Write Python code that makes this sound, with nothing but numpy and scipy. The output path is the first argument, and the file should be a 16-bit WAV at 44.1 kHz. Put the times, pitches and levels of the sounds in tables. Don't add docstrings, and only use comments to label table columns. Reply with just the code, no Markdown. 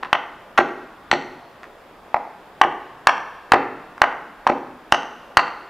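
import sys
import numpy as np
from scipy import signal
from scipy.fft import rfft, irfft, next_fast_len
from scipy.io import wavfile

SR = 44100
rng = np.random.default_rng(int(sys.argv[2]) if len(sys.argv) > 2 else 0)


def volts(x):
    e = np.asarray(x, float) / 20
    return 10 ** e


def bounce(signal):
    frames = np.transpose(np.atleast_2d(signal))
    limited = np.clip(frames, -1, 1)
    pcm = np.round(limited * 32767).astype(np.int16)
    wavfile.write(sys.argv[1], SR, pcm)


N = 250929
SIZE = next_fast_len(N + 2 * SR)
EDGES_HZ = 20 * 2 ** np.arange(0, 9.8, .5)

# (frequency [Hz], density [dB per Hz])
VENTILATION = [(20, -1), (40, -4.5), (75, -8.5), (150, -5), (300, -0.5), (500, 0), (950, 0.5), (1500, -6.5),
               (2300, -13.5), (3200, -18), (5000, -27.5), (8000, -35), (12000, -32), (16000, -42)]
# (frequency [Hz], density [dB per Hz])
CAPSULE_NOISE = [(18, -40), (30, -15), (111, -12), (144, -13.5), (332, -5.5), (1050, -3), (3320, -14),
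                 (7080, -27), (15500, -26)]
# (time [s], peak [dB], knock pitch [Hz], upper wood modes against the peak [dB])
TOUCHES = [
    (.0280, -22, 905, -8.5),
    (.0320, -13.5, 980, -10.5),
    (0.048, -26, 1200, -4),
    (0.06, -25, 1060, -12),
    (0.5755, -23, 1300, 8),
    (1.632, -34.5, 725, 3.5),
    (1.64, -28.5, 1210, -3),
    (2.3605, -48, 786, -1),
    (3.979, -29.5, 900, -3.5),
    (4.473, -12.5, 910, -2),
]
# (time [s], wood modes under 1.7 kHz [dB],
# modes near 3 kHz [dB], stump thud [dB], floor shake [dB])
SPOTS = [(.028, 4.5, 8, -5.5, -63), (.129, 1, -1, -31, -57), (0.5765, 2.1, 4, -14, -46),
         (1.111, -3.5, 4.5, -8.5, -23), (1.6318, -2.5, 3.5, -19.5, -70), (2.1418, -3, -5.5, -29, -25.5),
         (2.611, 2, -14, -19.5, -33), (3.073, 1.3, -1, -43, -47), (3.523, 0.6, 1, -24, -40),
         (4.015, 3, -0.5, -25.5, -15), (4.465, 3, 2.5, -11, -27), (4.9225, 3.7, -2, -14, -14.5),
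         (5.374, 1.8, 2.5, -16.5, -18.5)]
# (time [s], peak [dB], knock pitch [Hz],
# upper wood modes against the peak [dB], splinter crack against the peak [dB])
CUTS = [(.1290, 1, 870, -3.5, -52), (.5790, -4, 840, -4, -15), (0.5833, -0.5, 936, -5.5, -32),
        (1.114, -3.5, 953, 1.5, -34), (2.1431, 3, 850, -15, -36), (2.6134, 4, 904, -8, -35),
        (2.6160, 7, 970, -14, -40), (3.0706, 5, 907, -2.5, -21), (3.5195, 7, 899, -5.5, -32),
        (4.0170, 5.5, 864, -6, -28), (4.4674, 6, 937, -23, -57), (4.918, -30, 1160, -24, -5),
        (4.9226, 5.5, 865, -8.5, -18.5), (5.37, 6, 938, -5, -24.5), (5.376, 5, 1267, -11.5, -23.5)]
# (time [s], peak [dB], knock pitch [Hz], stump thud against the peak [dB])
LANDINGS = [
    (0.5879, 4, 793, -1.5),
    (1.1280, -1, 808, 2),
    (2.6473, -4.5, 803, 0),
    (3.5348, 1.5, 700, 1.5),
    (3.5373, 1, 740, -1.5),
    (3.5417, -2.5, 1090, 1),
    (4.4963, -5.5, 745, 6),
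    (4.5002, -2.5, 806, -4),
]
# (frequency [Hz], level [dB], t60 [s])
UPPER_WOOD = [(1056, 0.5, 0.0093), (1300, 5, 0.0061), (1479.6, 1, 0.013), (1705, 0.5, 0.0071),
              (1804, -0.5, 0.014), (2060, -3.5, 0.0088), (2650, -12, 0.012), (3480, 1, 0.0016)]
# (frequency [Hz], level [dB], t60 [s])
STUMP = [(133.4, -14, 0.022), (256, -23, 0.047), (367, -10, 0.033), (464, -24, 0.034), (608, -16, 0.038)]
# (delay [s], level [dB])
ECHOES = [(.0036, -17), (.0068, -16), (.0095, -30.5), (.0150, -19.5), (.0190, -25.5), (.0214, -12),
          (.0226, -24), (.0245, -14), (.0335, -37), (.0515, -56), (.0560, -31.5), (.0655, -38),
          (.0990, -28), (.1085, -25.5), (.1325, -34), (.2500, -66), (.2900, -50), (.3400, -56)]
# (frequency [Hz], early level [dB], early t60 [s], late level [dB], late t60 [s])
TAIL = [(99.5, -49.5, 1, -71, 1.3), (253, -41.5, 0.86, -61, 0.59), (700, -42.5, 0.39, -56.5, 1.06),
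        (1460, -47, 0.44, -57, 1.2), (3460, -46, 0.34, -61, 1.27), (6840, -46, 0.32, -55, 0.76),
        (13700, -72, 0.11, -64, .4)]
# (time [s], lowest mode [dB], bending [dB], twisting [dB], freedom to ring on [0-1])
HEAD_BLOWS = [
    (0.131, -16.5, -47, -33.5, 0.),
    (0.577, -24.5, -45, -37, 0.),
    (1.1132, -29.5, -27.5, -29, 0.69),
    (2.6146, -16.5, -41, -37, 0.25),
    (3.07, -18, -32, -23, 0.36),
    (3.52, -20, -33, -50, 0.2),
    (4.017, -22, -45, -43, 0.52),
    (4.4728, -30.5, -40, -36, 0.2),
    (4.9219, -14, -34, -23.5, 0.16),
    (5.3708, -20, -23.5, -44, 0.37),
]
# (frequency [Hz], t60 [s], spread of three partials [share of frequency])
HEAD_MODES = [(2987, 0.0088, 0.061), (4393, 0.01, 0.053), (5750, 0.0048, 0.051), (7675, 0.026, 0.019),
              (8520, 0.016, 0.013)]


def at_hz(rows, hz, column=1):
    rows = np.array(rows)
    return np.interp(np.log(hz), np.log(rows[:, 0]), rows[:, column])


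def noise_bands(count):
    white = rng.standard_normal((2, count + SR))
    for k, (low, high) in enumerate(zip(EDGES_HZ, EDGES_HZ[1:])):
        bandpass = signal.butter(2, [low, high], "band", fs=SR, output="sos")
        band = signal.sosfilt(bandpass, white[k % 2])
        yield np.sqrt(low * high), band[SR:]


def steady(spectrum, waver_db):
    out, knots = 0, np.arange(0, N + SR, SR // 12)
    for hz, band in noise_bands(count=N):
        drift = np.interp(np.arange(N), knots, rng.standard_normal(len(knots)))
        waver = waver_db / (1 + hz / 1500) * drift
        out = out + band * volts(at_hz(spectrum, hz) + waver)
    out = signal.sosfilt(signal.ellip(10, 1, 50, 15800, fs=SR, output="sos"), out)
    return out / out.std()


def mode(t, hz, t60, rise_s):
    swell = (1 - np.exp(-t / rise_s)) ** 2
    return swell * volts(-60 * t / t60) * np.sin(2 * np.pi * hz * t)


def add(out, s, sound):
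    i = round(s * SR)
    out[i:i + len(sound)] += sound[:len(out) - i]


def ventilation():
    return volts(-45.5) * steady(VENTILATION, waver_db=3.0)


def capsule_noise():
    return volts(-59) * steady(CAPSULE_NOISE, waver_db=2.0)


def contacts():
    rows = [(s, db, hz, None, upper_db, crack_db) for s, db, hz, upper_db, crack_db in CUTS]
    rows += [(*row, -15, -33.5) for row in LANDINGS]
    rows += [(s, db, hz, None, upper_db, upper_db - 12.5) for s, db, hz, upper_db in TOUCHES]
    return sorted(rows, key=lambda row: row[0])


def knock(t, hz):
    return mode(t, hz, 11.13 / hz, 0.00087) + volts(-16) * mode(t, 0.863 * hz, 24.0 / hz, 0.00051)


def upper_wood(t, upper_db, low_db, high_db):
    out, colour_db = 0, [low_db, low_db, 0, high_db]
    for k, (hz, db, t60) in enumerate(UPPER_WOOD):
        louder, detune = rng.standard_normal(2)
        strength_db = upper_db + db + colour_db[k // 2] + 2 * louder
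        out = out + (-1) ** k * volts(strength_db) * mode(t, hz * (1 + detune / 40), t60, 0.00025)
    return out


def stump(t, thud_db):
    out = 0
    for k, (hz, db, t60) in enumerate(STUMP):
        strength_db = thud_db + db + 2 * rng.standard_normal()
        out = out + (-1) ** k * volts(strength_db) * mode(t, hz, t60, 0.0036)
    return out


def splinter(t, crack_db):
    bright = signal.butter(2, [2200, 6300], "band", fs=SR, output="sos")
    burst = rng.standard_normal(len(t)) * volts(-60 * t / 0.011)
    return volts(crack_db) * signal.sosfilt(bright, burst)


def wood():
    out, t = np.zeros(N), np.arange(SR // 8) / SR
    for s, db, hz, thud_db, upper_db, crack_db in contacts():
        _, low_db, high_db, spot_thud_db, _ = min(SPOTS, key=lambda row: abs(row[0] - s))
        thud_db = spot_thud_db if thud_db is None else thud_db
        sound = knock(t, hz) + upper_wood(t, upper_db, low_db, high_db)
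        sound += stump(t, thud_db) + splinter(t, crack_db)
        add(out, s, volts(db + 4.0) * sound)
    return out


def floor_shake():
    out, t = np.zeros(N), np.arange(SR // 8) / SR
    for s, *_, shake_db in SPOTS:
        add(out, s, volts(shake_db + 11) * mode(t, 70, 0.017, 0.0024))
    return out


def wall_echoes():
    echoes = np.zeros(SR + SR // 2)
    for k, (s, db) in enumerate(ECHOES):
        echoes[round(s * SR)] = volts(db) * (-1) ** k
    return signal.sosfilt(signal.butter(1, 6000, fs=SR, output="sos"), echoes)


def diffuse_tail():
    t, tail = np.arange(SR + SR // 2) / SR, 0
    for hz, band in noise_bands(count=len(t)):
        early = volts(at_hz(TAIL, hz, column=1) - 60 * t / at_hz(TAIL, hz, column=2))
        late = volts(at_hz(TAIL, hz, column=3) - 60 * t / at_hz(TAIL, hz, column=4))
        tail = tail + band * np.hypot(early, late)
    build_up = 1 - np.exp(-(t / 0.0098) ** 2)
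    return volts(7.5) * tail * build_up


def hall(x):
    response = wall_echoes() + diffuse_tail()
    return x + irfft(rfft(x, SIZE) * rfft(response, SIZE), SIZE)[:N]


def steel_head():
    out, t = np.zeros(N), np.arange(SR // 8) / SR
    overtone_share, free_overtone_db = 0.54, 15
    for s, low_db, bend_db, twist_db, free in HEAD_BLOWS:
        free = np.clip(free, 0, 1)
        longer, narrower = 1 + 0.56 * free, 1 - 0.21 * free
        bend_overtone_db = -44.5 + overtone_share * bend_db + free_overtone_db * free
        twist_overtone_db = -34 + overtone_share * (twist_db - free_overtone_db * free)
        levels_db = [low_db, bend_db, twist_db, bend_overtone_db, twist_overtone_db]
        for db, (hz, t60, spread) in zip(levels_db, HEAD_MODES):
            offset = rng.uniform(-1.24, 1, 3)
            partials_hz = hz * (1 + spread * narrower * (np.arange(-1, 2) + offset / 3))
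            for k, partial_hz in enumerate(partials_hz):
                ring = mode(t, partial_hz, t60 * longer, 0.00038)
                add(out, s, (-1) ** k * volts(db + 15.0) * ring)
    return out


def scene():
    mid = ventilation() + hall(wood() + steel_head()) + floor_shake()
    side = capsule_noise()
    return np.array([mid + side, mid - side])


def band_limit(x):
    return signal.sosfilt(signal.butter(12, 16580, fs=SR, output="sos"), x)


def record(dry):
    overloaded = np.clip(dry, -.99, .99)
    return band_limit(overloaded)


dry = scene()
out = record(dry)
bounce(out)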